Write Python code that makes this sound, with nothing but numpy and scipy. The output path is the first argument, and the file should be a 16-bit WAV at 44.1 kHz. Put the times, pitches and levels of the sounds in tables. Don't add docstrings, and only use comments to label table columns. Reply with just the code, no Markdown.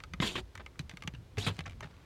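import sys
import numpy as np
from scipy import signal
from scipy.fft import rfft, irfft, next_fast_len
from scipy.io import wavfile
from scipy.ndimage import uniform_filter1d, map_coordinates

SR = 44100
rng = np.random.default_rng(int(sys.argv[2]) if len(sys.argv) > 2 else 0)


def wav_record(signal):
    frames = np.transpose(np.atleast_2d(signal))
    bounded = np.clip(frames, -1, 1)
    quanta = np.round(bounded * 32767).astype(np.int16)
    wavfile.write(sys.argv[1], SR, quanta)


def convert_level_to_amplitude(level_db):
    exponent = np.asarray(level_db, float) / 20
    return 10 ** exponent


N = 90404

# time_s, level_db
TRAFFIC_LEVEL = [
    (0, -48.5),
    (.5, -52.5),
    (1.2, -48),
    (1.58, -48),
    (2.05, -53.5),
]
# frequency_hz, level_db
RUMBLE_SPECTRUM = [(15, -44), (28, -6), (55, -2), (100, -3.5), (150, -13.5), (220, -18), (400, -33.5),
                   (700, -71)]
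# frequency_hz, level_db
HISS_SPECTRUM = [(150, -60), (250, -4.5), (367, -5.5), (460, -8.5), (723, -13.5), (2440, -20),
                 (2670, -21.5), (3460, -21), (16000, -39.5)]
# start_s, peak_db, treble_lift_db, low_mode_lift_db
TAPS = [(.002, -34, -6, 2), (.0365, -31, 1, 3), (.1355, -27, 0, 0), (.2012, -21, -13, 0),
        (.5527, -34, 7, 6), (.5757, -36, 3, 4), (.6617, -34, 0, 5), (.7565, -53, -8, 10),
        (.792, -29, 5, -8), (.8945, -35, 6, 1), (.9125, -41, 2, 5), (.937, -47, 0, 3), (.9707, -36, 7, 5),
        (1.0065, -49, 0, -4), (1.0225, -32, 2, 3), (1.0355, -42, 8, 6), (1.0748, -23, 3, -1),
        (1.1375, -43, -2, 2), (1.3715, -33, -6, 0), (1.382, -29, 5, -2), (1.566, -43, 8, -2),
        (1.5902, -25, -1, 0), (1.606, -31, -1, 2), (1.8062, -35, 5, 7)]
# start_s, peak_db, treble_lift_db, low_mode_lift_db
CHATTER = [
    (1.677, -46, 7, 3),
    (1.696, -43, 6, 2),
    (1.7085, -45, 5, 2),
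    (1.720, -47, 4, 2),
    (1.731, -49, 0, 2),
]
# pitch_hz, level_db, t60_s
BLADE_MODES = [(520, -19, .03), (900, -17, .022), (1210, -8, .022), (1600, -8, .016), (2100, -1, .017),
               (2300, -1, .016), (2600, -3, .011), (2970, -1, .01), (3600, -6, .01), (4400, -11, .009),
               (6060, -12, .012), (6700, -15, .008), (8600, -24, .007)]
# frequency_hz, level_db
CRACK_SPECTRUM = [(300, -18), (700, 0.5), (2700, -0.5), (5000, -7.5), (9000, -18), (16000, -32)]
# start_s, level_db, pitch_hz, t60_s
GLASS_NOTES = [(.037, -45, 1224, 0.016), (.136, -33, 2143, 0.019), (.2015, -25.5, 3635, 0.019),
               (.553, -38, 1900, 0.021), (.576, -46.5, 2000, 0.04), (.6625, -36, 2020, 0.015),
               (.7565, -50, 1200, 0.025), (.7925, -33, 2560, 0.017), (.895, -39, 3350, 0.014),
               (.913, -42, 2010, 0.02), (.971, -51, 2100, 0.021), (1.023, -38, 3050, 0.009),
               (1.036, -49.5, 1183, 0.078), (1.0752, -28.5, 2975, 0.015), (1.0755, -56, 2180, 0.016),
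               (1.148, -48.5, 1590, 0.028), (1.372, -48, 1830, 0.034), (1.382, -38.5, 917, .04),
               (1.5905, -29.5, 2990, 0.016), (1.6065, -40, 2040, 0.015), (1.807, -39, 935, 0.023)]
# start_s, level_db, pitch_hz, t60_s
THUMPS = [(0.135, -30.5, 181, 0.064), (0.2012, -8.5, 169, 0.028), (0.22, -28.5, 263, 0.057),
          (.356, -35.5, 238.3, 0.12), (.358, -37, 487, 0.072), (.41, -35, 55, 0.36),
          (0.797, -20.5, 146, 0.047), (0.936, -30.5, 169, 0.043), (1.049, -28, 131, 0.039),
          (1.077, -21, 167, 0.037), (1.138, -25.5, 137.5, 0.04), (1.177, -41.5, 109.5, 0.29),
          (1.378, -22.5, 419, 0.044), (1.3756, -23, 98.8, 0.2), (1.38, -26, 189, 0.052),
          (1.466, -28.5, 102, 0.28), (1.4705, -13.5, 176, 0.034), (1.506, -25, 93, 0.082),
          (1.59, -20, 156, 0.036), (1.607, -30, 83, 0.091), (1.664, -30, 87, 0.089),
          (1.841, -39, 153.4, 0.15)]
# time_s, pressure_db, treble_lift_db, singing_db
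STROKES = [
    [(.204, -53, -2, -20), (.219, -42, 6, -2), (.227, -31.5, -4.5, 1), (.25, -40, 4, 6.5),
     (.278, -44.5, 10.5, 10.5), (.3, -44, 4, 5), (.335, -54.5, 9, 8.5), (.353, -52.5, 2, 7)],
    [(.353, -47, 6, -1), (.356, -35, -8, -1.5), (.37, -46.5, 1, 4.5), (.385, -39.5, -7, 0),
     (.396, -45.5, 0, 5), (.406, -65.5, 15, 13), (.425, -85, 0, -29)],
    [(1.369, -63, 2, 4), (1.373, -43.5, -21, -12), (1.385, -45, 8.5, -9), (1.42, -51, 12, 10),
     (1.463, -49, 8, 9), (1.467, -35, 3, -2), (1.49, -41, 3.5, 0), (1.505, -47, -8, -12),
     (1.54, -64, 7, -7)],
]
SING_WIDTHS = [1000, 1500, 800]
# time_s, pitch_hz
SING_PITCH = [(.2, 3500), (.24, 3150), (.275, 3400), (.3, 2900), (.325, 3500), (.36, 3050), (.4, 2900),
              (1.38, 2800), (1.41, 3200), (1.425, 3800), (1.455, 3900), (1.47, 3300), (1.5, 3000)]
# frequency_hz, level_db
RASP_SPECTRUM = [(250, -4), (400, -3.5), (1100, -4), (2400, -6), (4200, -8), (5200, -16), (8000, -20.5),
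                 (16000, -44)]
# frequency_hz, width_hz, level_db
RESONANCES = [(2500, 300, 3), (4700, 300, 3), (7100, 400, 5), (8700, 250, 7), (10100, 250, 6),
              (11600, 250, 8)]
# frequency_hz, level_db
FLEX_SPECTRUM = [(60, 8), (120, 6), (300, 2.5), (550, -9), (1000, -39)]
# start_s,
# level_db, pitch_hz, t60_s
SNAGS = [(.2223, -31, 1060, 0.053), (.227, -27, 553, 0.017), (.238, -38, 2470, 0.016),
         (.2742, -27.5, 3380, 0.044), (.294, -34, 2590, .02), (.3555, -31.5, 1050, 0.027),
         (.3555, -33, 3240, 0.024), (.361, -27.5, 3130, 0.025), (.7935, -35.5, 3790, 0.024),
         (.598, -50, 1950, .015), (.604, -41.5, 1550, 0.018), (1.149, -40, 2750, .02),
         (1.384, -35, 2630, 0.029), (1.411, -34, 3220, 0.029), (1.4245, -37.5, 3790, 0.049),
         (1.4537, -38, 3850, 0.023), (1.4661, -31, 2540, 0.054), (1.4661, -33, 1320, 0.053),
         (1.469, -32, 3380, 0.046), (1.479, -27, 1107, 0.028), (1.6393, -44, 3500, 0.0071),
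         (1.6558, -35.5, 1670, 0.014), (1.6603, -35.5, 6100, 0.0071), (1.662, -27.5, 2480, 0.008),
         (1.826, -39.5, 1810, 0.041), (1.8305, -39, 1250, 0.018), (1.8435, -38.5, 1420, .02),
         (1.932, -51, 1400, 0.016)]
# start_s, length_s, level_db, treble_lift_db
SCUFFS = [
    (0.594, 0.025, -46.5, -18),
    (0.804, 0.012, -56, 11),
    (0.905, 0.034, -54, 0),
    (1.145, 0.0066, -46, 5),
    (1.541, 0.077, -64, 10),
    (1.581, 0.021, -52, -2),
    (1.656, 0.025, -43, -8),
    (1.824, 0.036, -45, -6),
    (1.853, 1, -65.5, -2.5),
]
# frequency_hz, level_db
CRUMB_SPECTRUM = [(300, -3.5), (700, -0.5), (1700, -3), (3500, -8.5), (6000, -16.5), (14000, -39.5)]
# frequency_hz, t60_s
CABIN_DECAY = [(200, 0.16), (1500, 0.044), (12000, 0.026)]


def unit(x):
    return x / np.sqrt(np.mean(x ** 2) + 1e-20)


def along(points, hz):
    f, v = np.transpose(points)
    return np.interp(np.log(hz + 1), np.log(f + 1), v)


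def wobble(rate):
    knots = rng.standard_normal(int(N * rate / SR) + 4)
    return map_coordinates(knots, [np.arange(N) * rate / SR])


def filtered(x, response):
    m = next_fast_len(x.shape[-1] + 8192)
    spectrum = rfft(x, m) * response(np.fft.rfftfreq(m, 1 / SR))
    return irfft(spectrum, m)[..., :x.shape[-1]]


def treble(x):
    tilt_hz = 3980
    return filtered(x, lambda hz: 1 / (1 + (tilt_hz / (hz + 1)) ** 4))


def coloured(points, count):
    return unit(filtered(rng.standard_normal(count), lambda hz: convert_level_to_amplitude(along(points, hz))))


def floor():
    hiss_db = -64
    rumble = unit(coloured(RUMBLE_SPECTRUM, N) * convert_level_to_amplitude(2.2 * wobble(14)))
    rumble_db = np.interp(np.arange(N) / SR, *np.transpose(TRAFFIC_LEVEL))
    return convert_level_to_amplitude(rumble_db) * rumble + convert_level_to_amplitude(hiss_db) * coloured(HISS_SPECTRUM, N)


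def taps():
    tap_db, crack_s, rise_s, low_hz = -6.5, 0.0019, 0.00032, 2010
    travel_s = 0.001463
    mode_scatter_db, pitch_scatter = 2.2, .025
    out, t = np.zeros(N + SR), np.arange(SR // 10) / SR
    for start, peak_db, lift_db, low_db in list(TAPS) + list(CHATTER):
        crack_shape = np.exp(-t / crack_s) * (1 - np.exp(-3 * t / crack_s))
        hit = coloured(CRACK_SPECTRUM, len(t)) * crack_shape
        for hz, level_db, t60 in BLADE_MODES:
            strength, detune = rng.standard_normal(2)
            u = np.clip(t - travel_s * 1000 / hz, 0, 1)
            tilt_db = low_db / (1 + (hz / low_hz) ** 4)
            gain = convert_level_to_amplitude(level_db + tilt_db + mode_scatter_db * strength - 60 * u / t60)
            ring = np.sin(2 * np.pi * hz * (1 + pitch_scatter * detune) * u)
            hit = hit + gain * ring * (1 - np.exp(-u / rise_s))
        hit = hit + (convert_level_to_amplitude(lift_db) - 1) * treble(hit)
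        out[round(start * SR):][:len(t)] += convert_level_to_amplitude(peak_db + tap_db) * hit
    return out[:N]


def brief_rings(events):
    rise_s, roughness = .0006, .7
    out, t = np.zeros(N + SR), np.arange(SR // 10) / SR
    for start, level_db, hz, t60 in events:
        jitter = uniform_filter1d(rng.standard_normal(len(t)), size=12)
        drift = roughness * np.sqrt(hz / SR) * np.cumsum(jitter)
        gain = convert_level_to_amplitude(level_db - 60 * t / t60) * (1 - np.exp(-t / rise_s))
        out[round(start * SR):][:len(t)] += gain * np.sin(2 * np.pi * hz * t + drift)
    return out[:N]


def glass_notes():
    return brief_rings(GLASS_NOTES)


def thumps():
    push_s, pane_cut_hz = .004, 50
    out, t = np.zeros(N + SR), np.arange(SR // 3) / SR
    for start, level_db, hz, t60 in THUMPS:
        upper = 0.41 * np.sin(2 * np.pi * 1.652 * hz * t) * convert_level_to_amplitude(-40 * t / t60)
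        ring = -np.sin(2 * np.pi * hz * t) - upper
        gain = convert_level_to_amplitude(level_db - 60 * t / t60) * (1 - np.exp(-t / push_s))
        out[round(start * SR):][:len(t)] += gain * ring
    return filtered(out[:N], lambda hz: 1 / (1 + (pane_cut_hz / (hz + 1)) ** 4))


def rasp():
    grit_per_s, grit_spread_db, smooth_db = 6000, 2, 3
    draw = rng.random((N, 3))
    hits = draw[:, 0] < grit_per_s / SR
    sizes = convert_level_to_amplitude(-grit_spread_db * np.log(draw[:, 1] + 0.00073))
    grit = hits * sizes * np.sign(draw[:, 2] - .5)
    drive = unit(grit) + convert_level_to_amplitude(smooth_db) * rng.standard_normal(N)

    def response(f):
        resonance = 1
        for centre, width, db in RESONANCES:
            peak = 1j * f * width / (centre * centre - f * f + 1j * f * width)
            resonance = resonance + (convert_level_to_amplitude(db) - 1) * peak
        return convert_level_to_amplitude(along(RASP_SPECTRUM, f)) * resonance

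    return unit(filtered(drive, response))


def patchy(x, depth_db):
    z = signal.stft(x, nperseg=256)[2]
    field = uniform_filter1d(rng.standard_normal(z.shape), size=4, axis=0)
    field = uniform_filter1d(field, size=8, axis=1)
    return signal.istft(z * convert_level_to_amplitude(depth_db * unit(field)), nperseg=256)[1][:N]


def scraping():
    flex_db = 1.5
    t = np.arange(N) / SR
    body, high, song = np.zeros((3, N))
    turn = np.exp(2j * np.pi * np.cumsum(np.interp(t, *np.transpose(SING_PITCH))) / SR)
    for stroke, width_hz in zip(STROKES, SING_WIDTHS):
        s, press_db, lift_db, sing_db = np.transpose(stroke)
        gain = convert_level_to_amplitude(np.interp(t, s, press_db, -120, -120))
        body = body + gain
        high = high + gain * convert_level_to_amplitude(np.interp(t, s, lift_db))
        a, b = filtered(rng.standard_normal((2, N)), lambda f: 1 / (1 + (2 * f / width_hz) ** 2))
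        tone = unit(a * turn.real + b * turn.imag)
        song = song + gain * convert_level_to_amplitude(np.interp(t, s, sing_db) - 7 + 2 * wobble(300)) * tone
    sound = unit(patchy(rasp(), depth_db=2.2))
    top = treble(sound)
    bite = convert_level_to_amplitude(2.2 * wobble(250))
    flex = convert_level_to_amplitude(flex_db) * coloured(FLEX_SPECTRUM, N)
    return body * (bite * (sound - top) + flex) + high * np.sqrt(bite) * top + song


def snags():
    return brief_rings(SNAGS)


def scuffs():
    rise_s, fall_s, sag_db = 0.0024, 0.0037, 8.5
    crumb_rate, crumb_db = 300, 3.5
    t = np.arange(N) / SR
    sound = unit(coloured(CRUMB_SPECTRUM, N) * convert_level_to_amplitude(crumb_db * wobble(crumb_rate)))
    top, out = treble(sound), np.zeros(N)
    for start, length, level_db, lift_db in SCUFFS:
        u = t - start
        rise = np.clip(u / rise_s, 0, 1)
        sag = convert_level_to_amplitude(level_db - sag_db * np.clip(u / length, 0, 1))
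        fall = np.exp(-np.clip(u - length, 0, 1) / fall_s)
        out = out + rise * sag * fall * (sound + (convert_level_to_amplitude(lift_db) - 1) * top)
    return out


def cabin(x):
    wall_s = .003
    out, hop = np.zeros(N + SR), SR // 10
    for start in range(0, N, hop):
        hz, t, z = signal.stft(rng.standard_normal(SR // 5), SR, nperseg=128)
        decay = convert_level_to_amplitude(-60 * t / along(CABIN_DECAY, hz)[:, None])
        tail = signal.istft(z * decay, SR, nperseg=128)[1]
        wet = signal.fftconvolve(x[start:start + hop], tail / np.linalg.norm(tail))
        out[start + round(wall_s * SR):][:len(wet)] += wet
    return out[:N]


def scene():
    cabin_db = -10.5
    work = taps() + glass_notes() + scraping() + snags() + scuffs()
    return (work + convert_level_to_amplitude(cabin_db) * cabin(work) + thumps() + floor())[None]


def band_limit(x):
    return signal.sosfilt(signal.butter(12, 16400, fs=SR, output="sos"), x)


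def record(dry):
    low_cut_hz, top_hz = 35, 16200
    mix = filtered(dry, lambda hz: (hz < top_hz) * (1j * hz / (low_cut_hz + 1j * hz)) ** 2)
    return band_limit(mix)


dry = scene()
out = record(dry)
wav_record(out)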